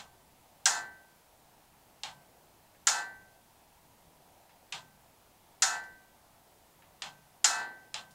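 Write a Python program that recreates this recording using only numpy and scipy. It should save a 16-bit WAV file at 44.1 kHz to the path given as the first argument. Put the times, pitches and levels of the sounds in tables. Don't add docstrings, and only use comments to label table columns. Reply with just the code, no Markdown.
import sys
import numpy as np
from scipy import signal
from scipy.fft import rfft, irfft
from scipy.io import wavfile
from scipy.ndimage import uniform_filter1d

SR = 44100
rng = np.random.default_rng(int(sys.argv[2]) if len(sys.argv) > 2 else 0)


def master(y):
    cut = np.clip(np.atleast_2d(y).T, -1, 1)
    pcm = np.round(cut * 32767)
    wavfile.write(sys.argv[1], SR, pcm.astype(np.int16))


N = 358974


def amp(db):
    return 10 ** (np.asarray(db) / 20)


def unit_rms(x):
    return x / np.sqrt(np.mean(x ** 2) + 1e-20)


def curve(hz, points):
    freqs, values = np.transpose(points)
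    return np.interp(np.log(hz + 1), np.log(freqs + 1), values)


def add(mix, start_s, sound):
    at = round(start_s * SR)
    sound = sound[max(-at, 0):]
    part = mix[max(at, 0):][:len(sound)]
    part += sound[:len(part)]


# f/Hz, relative level/dB
HUM_EQ = [(15, -20.5), (25, -2), (113, -3), (144, -2), (235, -6), (513, -7.5), (709, -1.5), (790, -3.5),
          (955, -3), (1030, -9), (1510, -13.5), (5660, -18.5), (13800, -18.5), (15800, -19.5)]

def hum(level_db=-62):
    frames, hz = N // 256 + 5, np.fft.rfftfreq(1024, 1 / SR)
    real, imag, patches = rng.standard_normal((frames, 513, 3)).T
    patches = uniform_filter1d(patches, size=10, axis=0)
    patches = unit_rms(uniform_filter1d(patches, size=30, axis=1))
    depth_db = curve(hz, [(600, 1.5), (2000, .5)])[:, None]
    spectrum = (real + 1j * imag) * amp(curve(hz, HUM_EQ)[:, None] + depth_db * patches)
    noise = signal.istft(spectrum, nperseg=1024, noverlap=768)[1][:N]
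    return amp(level_db) * unit_rms(noise)


# t/s, echo gain/dB, ring gain/dB, swell length/s
RELEASES = [(-.03, -37.5, -46, 0.022), (2.034, -37.5, -44, 0.06), (4.723, -36.5, -43.5, 0.055),
            (7.02, -37.5, -43, 0.064), (7.942, -36.5, -39.5, 0.053)]
# f/Hz, relative level/dB
RELEASE_EQ = [(53, -46), (90, -19), (151, -1), (344, -16), (590, -8.5), (687, -4), (834, 1), (1150, -6.5),
              (1230, -5), (1980, -5.5), (3260, -1.5), (5720, -12), (7570, -12), (15800, -53.5)]

def button_releases(mix, panel_db):
    for start_s, echo_db, ring_db, swell_s in RELEASES:
        noise = click_noise(RELEASE_EQ, panel_db, tilt_db_per_octave=0.5)
        echoes = closet_echoes(noise, swell_s, wait_s=0.0033, crack_db=10.5, crack_s=0.0029)
        ring = metal_ring(swell_s, bloom_s=0.034, damped_s=0.14)
        add(mix, start_s, amp(echo_db) * echoes + amp(ring_db) * ring)


def panel_response():
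    hz = np.arange(SR // 2 + 1)
    ripple = uniform_filter1d(rng.standard_normal(len(hz)), size=20)
    ripple = unit_rms(uniform_filter1d(ripple, size=20))
    return ripple * curve(hz, [(1000, .6), (3000, 2.6)])


def click_noise(eq, panel_db, tilt_db_per_octave):
    hz = np.fft.rfftfreq(SR, 1 / SR)
    octave = np.log2(hz / 4000 + 1e-6)
    noise = rng.standard_normal(SR)
    grain = amp(0.64 * rng.standard_normal(SR // 40 + 1)).repeat(40)[:SR]
    colour_db = curve(hz, eq) + tilt_db_per_octave * octave + panel_db
    return unit_rms(irfft(rfft(noise * grain) * amp(colour_db)))


# f/Hz, t60/s
EARLY_T60 = [(139, 0.2), (400, 0.094), (889, 0.28), (1500, 0.19), (2500, 0.12), (11000, 0.24)]
# f/Hz, factor on the swell rate
SWELL_SHARE = [(139, 0.704), (889, 1.16), (1500, .95), (3500, 1.87), (6500, 0.75)]

def closet_echoes(noise, swell_s, wait_s, crack_db, crack_s, base_swell_db_per_s=123.5, rise_cycles=6):
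    t = np.arange(SR) / SR
    spectrum = rfft(noise)
    octave = np.log2(np.fft.rfftfreq(SR, 1 / SR) / 1000 + 1e-6)
    swell_db = base_swell_db_per_s * np.clip(np.minimum(t, swell_s) - wait_s, 0, 1)
    crack = amp(crack_db) * np.exp(-(t / crack_s) ** 2)
    echoes = np.zeros(SR)
    for band_octave in np.arange(-4, 5, .5):
        centre_hz = 1000 * 2 ** band_octave
        band = irfft(spectrum * np.clip(1 - 2 * abs(octave - band_octave), 0, 1))
        attack = 1 - np.exp(-t * centre_hz / rise_cycles)
        swell = amp(curve(centre_hz, SWELL_SHARE) * swell_db)
        early = amp(-60 * t / curve(centre_hz, EARLY_T60))
        tail_t60 = max(0.57 * 2 ** (-.45 * band_octave), 0.13)
        tail_db = max(-22.5 - 4.5 * band_octave, -32.5)
        tail = amp(tail_db - 60 * t / tail_t60)
        echoes += band * attack * swell * (crack + early + tail)
    return echoes


# f/Hz, relative level/dB, t60 after the swell/s
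METAL_MODES = [(713, -13, .25), (821, -16, .5), (886, -11, .3), (956, -11, .4), (1160, -17, .42),
               (1324, -11, .15), (1435, -11, .33), (1548, -1, .62), (1696, -19, .3), (1766, -7, .42),
               (1954, -11, .58), (2024, -19, .6), (2320, -25, .55), (2600, -16, .15), (3758, -24, .27),
               (4116, -19, .33), (4194, -23, .2), (4471, -23, .28), (4756, -23, .3)]

def metal_ring(swell_s, bloom_s, damped_s):
    t = np.arange(SR) / SR
    age = (t - swell_s) * np.where(t < swell_s, .3, 1) + damped_s
    ring = np.zeros(SR)
    for hz, level_db, t60 in METAL_MODES:
        lift, phase = rng.random(2)
        ring += amp(level_db + 1.1 * lift - 60 * age / t60) * np.sin(2 * np.pi * (hz * t + phase))
    return ring * (1 - np.exp(-(t / bloom_s) ** 2))


# t/s, echo gain/dB, ring gain/dB, swell length/s
SNAPS = [(0.6561, -18, -37.5, 0.13), (2.8698, -18.5, -37, 0.14), (5.621, -19, -36.5, 0.14),
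         (7.4427, -18, -37.5, .18)]
# f/Hz, relative level/dB
SNAP_EQ = [(53, -61.5), (90, -33.5), (616, -10.5), (782, 0.5), (1180, -9.5), (1370, 3), (1740, 0.5),
           (2410, -9), (2800, -6.5), (6370, -2.5), (7100, 1), (11400, -27.5), (14500, -29), (15800, -40)]

def hammer_snaps(mix, panel_db):
    for start_s, echo_db, ring_db, swell_s in SNAPS:
        noise = click_noise(SNAP_EQ, panel_db, tilt_db_per_octave=0.48)
        echoes = closet_echoes(noise, swell_s, wait_s=0.024, crack_db=-4.5, crack_s=0.002)
        ring = metal_ring(swell_s, bloom_s=0.07, damped_s=0)
        add(mix, start_s, amp(echo_db) * echoes + amp(ring_db) * ring)
        add(mix, start_s + .0012, amp(echo_db + 6) * igniter_knock())


# f/Hz, bandwidth/Hz, relative level/dB
IGNITER_MODES = [(4600, 250, -6), (5960, 250, -1.5), (7060, 180, -2), (7470, 180, 0)]

def igniter_knock(contact_s=0.00052, typical_bounce_s=0.0026, bounce_db=-3):
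    t = np.arange(SR // 10) / SR
    ring = np.zeros(len(t))
    for hz, width_hz, level_db in IGNITER_MODES:
        detune = 1 + 0.017 * rng.standard_normal()
        ring += amp(level_db) * np.exp(-np.pi * width_hz * t) * np.sin(2 * np.pi * hz * detune * t)
    ring *= 1 - np.exp(-(t / contact_s) ** 2)
    delay = round(typical_bounce_s * SR * rng.uniform(0.57, 1.5))
    return ring + amp(bounce_db) * np.pad(ring, (delay, 0))[:len(t)]


# t/s, level/dB, f/Hz
TICKS = [(1.74, -73, 1990), (2.748, -64, 2080), (4.494, -61, 2500), (5.838, -60, 5500), (6.822, -60, 2210),
         (8.109, -60.5, 7100)]

def thumb_ticks(mix, puff_t60=0.019, tail_t60=0.27):
    t = np.arange(4000) / SR
    envelope = amp(-60 * t / puff_t60) + amp(-4.5 - 60 * t / tail_t60)
    for start_s, level_db, hz in TICKS:
        bandpass = signal.butter(2, [hz / 2.0, hz * 1.33], "bandpass", fs=SR)
        puff = unit_rms(signal.lfilter(*bandpass, rng.standard_normal(len(t))))
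        add(mix, start_s, amp(level_db) * puff * envelope)


def scene():
    mix, panel_db = hum(), panel_response()
    hammer_snaps(mix, panel_db)
    button_releases(mix, panel_db)
    thumb_ticks(mix)
    return np.array([mix, mix])


def record(dry, cutoff_hz=15800):
    lowpass = signal.firwin(511, cutoff_hz, window=("kaiser", 9), fs=SR)
    return signal.oaconvolve(dry, lowpass[None], "same")


dry = scene()
out = record(dry)
master(out)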